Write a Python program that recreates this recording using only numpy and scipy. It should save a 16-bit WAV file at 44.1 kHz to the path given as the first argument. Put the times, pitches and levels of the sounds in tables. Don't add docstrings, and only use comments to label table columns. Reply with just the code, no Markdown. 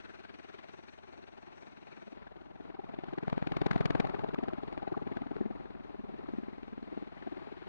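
import sys
import numpy as np
from scipy import signal
from scipy.fft import rfft, irfft, next_fast_len
from scipy.io import wavfile
from scipy.ndimage import uniform_filter1d, map_coordinates

SR = 44100
rng = np.random.default_rng(int(sys.argv[2]) if len(sys.argv) > 2 else 0)


def transcribe(signal):
    frames = np.atleast_2d(signal).T
    limited = np.clip(frames, -1, 1)
    pcm = np.round(limited * 32767).astype(np.int16)
    wavfile.write(sys.argv[1], SR, pcm)


N = 338688
CUT_S = 2.16

# time in seconds, blade passes so far.
PASSES = [(.004, 0), (1.578, 32), (2.176, 44), (2.749, 56), (3.521, 72), (4.29, 88), (5.073, 104),
          (6.239, 128), (7.026, 144), (7.72, 158)]
# time in seconds, dB relative to lift-off.
LOUDNESS = [(0, -15.5), (.6, -15.5), (1.4, -16), (2.14, -16), (2.5, -17), (2.85, -11.5), (3.3, -5.5),
            (3.781, 0.5), (4.151, -4), (4.6, -8), (5.3, -8.5), (5.751, -12.5), (6.3, -12), (7.151, -12.5),
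            (7.68, -13)]
# time in seconds, share from 0 to 1.
RISEN = [(4.9, 0.35), (5.3, 0.8), (5.45, 0.7), (5.65, 1)]
# time in seconds, slap level in dB, crack level in dB.
STRIKES = [(.5916, -51, -40), (0.6407, -48, -47), (0.6871, -46, -44), (3.1851, -27.5, -36),
           (3.2812, -21.5, -34.5), (3.2999, -32, -31.5), (3.3288, -21.5, -29), (3.3798, -16.5, -36),
           (3.4262, -19.5, -37.5), (3.4728, -36, -27.5), (3.521, -22, -27), (3.569, -21, -23),
           (3.617, -29, -24), (3.6618, -24, -35), (3.6655, -19, -20.5), (3.713, -23, -19),
           (3.733, -31.5, -30.5), (3.7612, -13.5, -26), (3.78, -35, -32), (3.8087, -14, -24),
           (3.8571, -19, -16.5), (3.9066, -26, -23), (3.9516, -13, -27.5), (3.9553, -13.5, -35),
           (4.0014, -8.5, -17.5), (4.0058, -19.5, -28.5), (4.0503, -24.5, -32), (4.072, -27, -32),
           (4.3456, -23, -30), (4.4363, -32, -36), (4.4841, -22, -35), (4.7273, -27.5, -37.5),
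           (4.7772, -23, -36.5), (5.171, -28, -35), (5.3656, -27.5, -41.5)]


def amp(db):
    return 10 ** (np.asarray(db) / 20)


def unit(x):
    return x / np.sqrt(np.mean(np.atleast_2d(x)[0] ** 2) + 1e-20)


def along(points, hz):
    freqs, values = np.transpose(points)
    return np.interp(np.log(hz + 1), np.log(freqs + 1), values)


def curve(points):
    return np.interp(np.arange(N) / SR, *np.transpose(points))


def bumps(times, half_length):
    return np.exp(-((np.arange(N)[:, None] / SR - times) / half_length) ** 2)


def wobble(rate):
    return map_coordinates(rng.standard_normal(int(N * rate / SR) + 4), [np.arange(N) * rate / SR])


def noise(channels=2):
    return rng.standard_normal((channels, N))


def filtered(x, response):
    size = next_fast_len(N + SR // 2)
    return irfft(rfft(x, size) * response(np.fft.rfftfreq(size, 1 / SR)), size)[..., :N]


def coloured(x, spectrum):
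    return unit(filtered(x, lambda hz: amp(along(spectrum, hz))))


def delayed(x, seconds):
    return filtered(x, lambda hz: np.exp(-2j * np.pi * hz * seconds))


def impulses(times, sizes):
    at = np.round(np.ravel(times) * SR).astype(int)
    inside = (at >= 0) & (at < N)
    return np.bincount(at[inside], np.ravel(sizes)[inside], N)


def cut(far, near):
    return np.where(np.arange(N) < CUT_S * SR, far, near)


def spread(pair):
    # frequency in Hz, coherence from 0 to 1.
    alike = [(100, 0.95), (300, 0.98), (600, 0.96), (1100, 0.81), (2200, 0.68), (4200, 0.87), (8000, 0.45)]
    angle = lambda hz: np.arccos(along(alike, hz)) / 2
    shared, diffuse = filtered(pair, lambda hz: np.array([np.cos(angle(hz)), np.sin(angle(hz))]))
    return np.array([shared + diffuse, shared - diffuse])


def beat_times():
    times, passes = np.transpose(PASSES)
    return np.interp(np.arange(passes[-1]), passes, times)


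def at_beats(values):
    return np.interp(beat_times(), np.arange(N) / SR, values)


def since_beat(delay_s):
    passes = curve(PASSES)
    rate = np.mean(np.gradient(passes)) * SR
    passes = passes - delay_s * rate
    return (passes - np.round(passes)) / rate


def gentle(beats):
    return np.abs(beats[:, None] - np.transpose(STRIKES)[0]).min(axis=1) > .01


def level(db, follows, overhead_db, far_db, treble=0, lag_s=0):
    # time in seconds, gain in dB.
    brightness = [(0, 5), (.55, 5.5), (1.2, 1), (2.13, 1.5), (2.2, 4), (2.45, -1.5), (2.85, -2), (4.85, -2),
                  (5.6, -6.5), (6.5, -4), (7.1, -0.5), (7.68, 4)]
    loudness_db = curve(np.array(LOUDNESS) + [lag_s, 0])
    position_db = overhead_db * curve(RISEN) + cut(far_db, 0)
    return db + follows * loudness_db + position_db + treble * curve(brightness)


def turbines():
    # centre in Hz, width in Hz, level in dB.
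    whine_bands = [(5890, 580, -82.5), (7500, 900, -92), (9080, 910, -99)]
    # time in seconds, gain in dB.
    facing = [(.7, 3.5), (2.14, 2.5), (2.18, -9.5)]
    whine = 0
    for centre, width, db in whine_bands:
        band = filtered(noise(), lambda hz: np.exp(-2 * ((hz - centre) / width) ** 2))
        whine += amp(db) * unit(band)
    chop_db = 2.3 * np.cos(2 * np.pi * curve(PASSES) + .8)
    return spread(whine * amp(curve(facing) + chop_db + 2.2 * wobble(16)))


def roar():
    # frequency in Hz, relative level in dB.
    downwash_eq = [(20, -10), (70, -9.5), (130, -0.5), (240, -2.5), (400, -5), (500, -9.5), (650, -4.5),
                   (950, -10.5), (1300, -14.5), (3000, -82)]
    exhaust_eq = [(600, -23), (1050, -3.5), (1500, -5.5), (2300, -7.5), (3300, -15.5), (4100, -15.5),
                  (5200, -28.5), (6000, -34.5), (7000, -39), (9500, -44.5), (11000, -85)]
    rumble_hz = 191
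    wash_db = level(db=-44.0, follows=0.84, overhead_db=0.95, far_db=-1.5, lag_s=0.073)
    hiss_db = level(db=-55.5, follows=0.75, overhead_db=5.0, far_db=0.5, treble=0.6)
    rumble_db = level(db=5.5, follows=0.23, overhead_db=-1.5, far_db=-7.0)
    churn = wobble(12)
    surge_db = 1.68 * np.exp(-(since_beat(.006) / 0.019) ** 2)
    flow = coloured(noise(), downwash_eq)
    rumble = filtered(flow, lambda hz: np.exp(-(hz / rumble_hz) ** 4))
    wash = amp(surge_db) * (flow - rumble) + amp(rumble_db) * rumble
    wash *= amp(wash_db + 1.7 * churn + 0.93 * wobble(70))
    hiss = amp(hiss_db + churn + 1.2 * wobble(90)) * coloured(noise(), exhaust_eq)
    return spread(wash + hiss)


def drone():
    # multiple of the blade rate, relative level in dB.
    far_orders = [(2, -3), (3, -2), (4, 8.5)]
    near_orders = [(1, -23), (2, -1), (3, -4), (4, 1.5)]
    # time in seconds, level in dB.
    fader = [(0, -61), (.64, -67), (1.13, -63.5), (2.12, -67.5), (2.2, -59), (2.8, -63.5), (3.05, -77),
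             (3.7, -59), (4.2, -56), (5, -55.5), (5.6, -58.5), (6.7, -62), (7.37, -60), (7.68, -63)]
    phase = 2 * np.pi * curve(PASSES)

    def tones(orders):
        return unit(sum(amp(db + 1.5 * wobble(2.2)) * np.cos(k * phase + np.pi / 4) for k, db in orders))
    return amp(curve(fader)) * cut(tones(far_orders), tones(near_orders))


def whistle(centre_hz, fall_hz_per_s, width_hz, delay_s, length_s):
    # time in seconds, level in dB.
    fader = [(2.1, -86), (2.25, -71), (3.3, -59.5), (3.8, -53.5), (4.3, -57), (4.7, -61.5), (5.3, -61.5),
             (5.7, -67.5), (6.7, -74.5), (7.5, -64.5)]
    # time in seconds, boost in dB.
    accents = [(4.945, 9), (5.238, 8), (6.206, 6), (6.257, 9)]
    alike = 0.27
    since = since_beat(delay_s)
    pitch = centre_hz * (1 + 0.07 * wobble(12)) - fall_hz_per_s * since
    breath = filtered(noise(3), lambda hz: np.exp(-(hz / width_hz) ** 2))
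    breath = np.sqrt(alike) * breath[0] + np.sqrt(1 - alike) * breath[1:]
    times, boost_db = np.transpose(accents)
    swell = amp(bumps(times, .02) @ boost_db + 1.2 * wobble(20)) * np.exp(-(since / length_s) ** 2)
    tone = breath * np.sin(2 * np.pi * np.cumsum(pitch) / SR)
    return amp(curve(fader)) * unit(swell * tone)


def thumps():
    # centre and half length in seconds, boost in dB.
    surges = [(3.34, 0.16, 8), (3.695, 0.11, 7), (3.869, 0.086, 8), (3.996, 0.044, 4.5), (5.055, .2, 7)]
    # frequency in Hz, relative level in dB.
    thump_eq = [(40, -37), (70, -15), (105, -2), (150, 3.5), (200, -0.5), (260, -13), (400, -78)]
    beats = beat_times()
    jitter = .0003 * rng.standard_normal(len(beats))
    pushes = impulses(beats + .0008 + jitter, amp(.9 * rng.standard_normal(len(beats))))
    times, half_length, boost_db = np.transpose(surges)
    thump_db = level(db=-36.0, follows=1.52, overhead_db=-4.0, far_db=-4.0)
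    thump_db += bumps(times, half_length) @ boost_db + wobble(4.02)
    return amp(thump_db) * filtered(coloured(pushes, thump_eq), lambda hz: np.exp(.4j))


def wake():
    # centre and half length in seconds, slap gain in dB, added square share.
    spells = [(2.09, .06, 4, .3), (2.8, .05, 3, .23), (3.345, .06, -1.5, .3), (3.53, .13, -6, .2),
              (3.81, .12, -4, .5), (3.995, .035, 3, .6), (4.21, .06, -1.5, 0), (4.62, .09, -3, 0),
              (4.957, .2, 1, .1), (5.42, .11, 9.5, .5), (6.335, .07, 1.8, .55), (6.6, .19, 1, .9),
              (6.81, .05, 2.5, .5), (6.965, .044, 5.5, .3), (7.272, .022, 4.5, .3), (7.49, .04, 2, 0)]
    calm_share, spread_s = 0.12, .0055
    times, half_length, gain_db, added_share = np.transpose(spells)
    inside = bumps(times, half_length)
    share = np.clip(calm_share + inside @ added_share, 0, 1)
    width = spread_s * (1 - .5 * share) * amp(-.18 * curve(LOUDNESS))
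    return inside @ gain_db, share, width


def vortex_strikes(share, width, memory, scatter_db, wander_s, reach, count):
    beats = beat_times()
    share, width = at_beats(share)[:, None], at_beats(width)[:, None]
    size = amp(scatter_db * rng.standard_normal((len(beats), 1)))
    places = np.linspace(-1, 1, count)

    def drift():
        steps = rng.standard_normal((len(beats), count))
        return signal.lfilter([np.sqrt(1 - memory ** 2)], [1, -memory], steps, axis=0)

    def grazes(power):
        offsets = width * (reach * places + .12 * drift())
        weights = drift() * np.exp(-1.3 * places ** 2)
        weights /= np.linalg.norm(weights, axis=1, keepdims=True)
        return impulses(beats[:, None] + offsets, size * np.sqrt(power) * weights)
    square = impulses(beats + wander_s * drift()[:, 0], size * np.sqrt(share) * gentle(beats)[:, None])
    return np.array([square + grazes(1 - share), grazes(1)])


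def swish(strikes, puffs, width):
    # frequency in Hz, relative level in dB.
    far_eq = [(500, -52), (1000, -4), (1500, 1.5), (1900, -5.5), (2500, -2.5), (3300, -14.5), (4200, -9.5),
              (5300, -26.5), (6000, -58), (7000, -35.5), (10000, -41), (12000, -82)]
    near_eq = [(500, -4), (1000, 7), (1200, -7.5), (1500, 4.5), (2100, -2), (3200, -9), (4300, -13),
               (5200, -28.5), (6000, -30), (7000, -39.5), (9500, -50), (11500, -72.5)]
    risen = curve(RISEN)
    gate = np.exp(-np.abs(since_beat(0.00088 + .0008 * risen) / (1.23 * width)) ** 1.9) / np.sqrt(width)
    near = unit(gate * amp(3.0 * wobble(350)) * noise()) + 0.25 * (1 - risen) * unit(strikes)
    far_gate = np.exp(-(since_beat(-0.0016 + 0.00092 * wobble(23)) / 0.012) ** 2)
    far = unit(far_gate * amp(2.3 * wobble(200) + 1.2 * wobble(20)) * noise()) + 0.36 * unit(puffs)
    swish_db = level(db=-46.5, follows=0.93, overhead_db=-4.0, far_db=-0.8, treble=0.84)
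    return amp(swish_db) * cut(coloured(far, far_eq), coloured(near, near_eq))


def slap(strikes, puffs, wake_db):
    # frequency in Hz, relative level in dB.
    far_eq = [(140, -28.5), (210, 9), (290, 4.5), (390, 8), (500, -5.5), (680, 4), (900, -5.5), (1150, -29),
              (2000, -37), (5000, -72)]
    near_eq = [(140, -34), (205, -1.5), (280, -1.5), (350, 2), (430, 1), (520, -13.5), (640, -2),
               (800, -3.5), (1000, -25.5), (2000, -40), (5000, -82)]
    climb_eq = [(140, -36.5), (195, 6), (245, 7), (300, 3), (390, 1.5), (500, -13), (760, -14.5),
                (1000, -26.5), (2000, -28), (5000, -85)]
    # time in seconds, share from 0 to 1.
    roundness = [(4.9, .25), (5.3, 0.5), (5.45, .85), (6.1, 0.56), (6.4, 1), (6.75, 0.92), (7.1, 0.5),
                 (7.6, 0.61)]
    ground_echo = amp(-11.5) * delayed(strikes, seconds=0.014)
    overhead = coloured(strikes + ground_echo, climb_eq)
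    overhead = filtered(overhead, lambda hz: np.exp(.7j))
    blend = curve(roundness)
    near = (1 - blend) * coloured(strikes, near_eq) + blend * overhead
    slap_db = level(db=-32.5, follows=1.328, overhead_db=3.5, far_db=-2.5) + wake_db
    return amp(slap_db) * cut(coloured(puffs, far_eq), near)


def through_air(x, depth_db):
    frames = signal.stft(x, nperseg=512)[2]
    patches = uniform_filter1d(rng.standard_normal(frames.shape[1:]), size=5, axis=0)
    patches = uniform_filter1d(patches, size=24, axis=1)
    return signal.istft(frames * amp(depth_db * patches / patches.std()), nperseg=512)[1][:, :N]


def blade_beats():
    wake_db, share, width = wake()
    strikes = vortex_strikes(share, width, memory=0.8235, scatter_db=1.5,
                             wander_s=0.00037, reach=1.506, count=12)
    puffs = vortex_strikes(0.34 * share, width, memory=0.7, scatter_db=-0.45,
                           wander_s=0.00048, reach=1.902, count=24)
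    puffs = delayed(puffs, seconds=0.000977)
    return spread(through_air(slap(strikes, puffs, wake_db) + swish(strikes, puffs, width), depth_db=1.8))


def hard_strikes():
    # frequency in Hz, relative level in dB.
    crack_eq = [(300, -12), (750, 6.5), (1600, 10.5), (3000, -2.5), (4300, -4.5), (5300, -18),
                (6000, -17.5), (8000, -28.5), (11000, -35), (13000, -56.5)]
    slap_eq = [(60, -16), (120, -0.5), (210, 4), (350, 1.5), (550, -2), (800, -3), (1200, -22.5),
               (2500, -32), (5000, -74)]
    rasp, rise_s, fade_s = 0.14, 0.013, 0.019
    beats = beat_times()
    hard_times, slap_db, hard_db = np.transpose(STRIKES)
    scatter_db = 3 * np.clip(rng.standard_normal(len(beats)), -2, 1)
    small_db = -29.5 + 2.1 * at_beats(curve(LOUDNESS)) + scatter_db
    times = np.r_[hard_times, beats[gentle(beats)]]
    sizes = amp(np.r_[hard_db, small_db[gentle(beats)]])
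    t = np.arange(-SR // 100, SR // 50) / SR
    envelope = amp(-60 * np.abs(t) / np.where(t < 0, rise_s, fade_s))
    shape = rasp * rng.standard_normal((len(times), 2, len(t))) * envelope
    shape[:, 0, t == 0] = 1
    shocks = np.array([impulses(times[:, None] + t, sizes[:, None] * shape[:, k]) for k in range(2)])

    def peaked(x, eq):
        return filtered(x, lambda hz: amp(along(eq, hz)) / np.mean(amp(along(eq, hz))))
    return spread(peaked(shocks, crack_eq)) + peaked(impulses(hard_times, amp(slap_db)), slap_eq)


def microphone_ports(hz):
    # frequency in Hz, left minus right in dB, lead of left over the inverted right in radians.
    ports = [(40, 3.2, -.55), (95, .3, -.1), (145, .4, .15), (220, 1.8, .36), (350, 4, .44),
             (450, 7.5, -.1), (640, 3, .33), (870, 8, -.1), (1120, 3, -.35), (1380, 4.6, .7),
             (1650, 10, .1), (2400, 8, .1), (3200, 5.3, -.3), (5000, 5, -.05), (8000, 2.3, -.1)]
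    balance_db, lead = [along(np.array(ports)[:, [0, k]], hz) for k in (1, 2)]
    pan = np.arctan(amp(-balance_db))
    turn = np.exp(.5j * lead)
    return np.sqrt(2) * np.array([np.cos(pan) * turn, -np.sin(pan) / turn])


def scene():
    aircraft = thumps() + blade_beats() + hard_strikes() + drone() + roar() + turbines()
    whistles = whistle(centre_hz=1162, fall_hz_per_s=15700, width_hz=346, delay_s=.0215, length_s=0.0084)
    return filtered(aircraft, microphone_ports) + whistles


def record(dry):
    ceiling, knee = np.array([[.225], [.09]]), np.array([[5], [4]])
    top_hz = 13300
    clipped = dry / (1 + np.abs(dry / ceiling) ** knee) ** (1 / knee)
    return filtered(clipped + amp(-100.0) * noise(), lambda hz: hz < top_hz)


dry = scene()
out = record(dry)
transcribe(out)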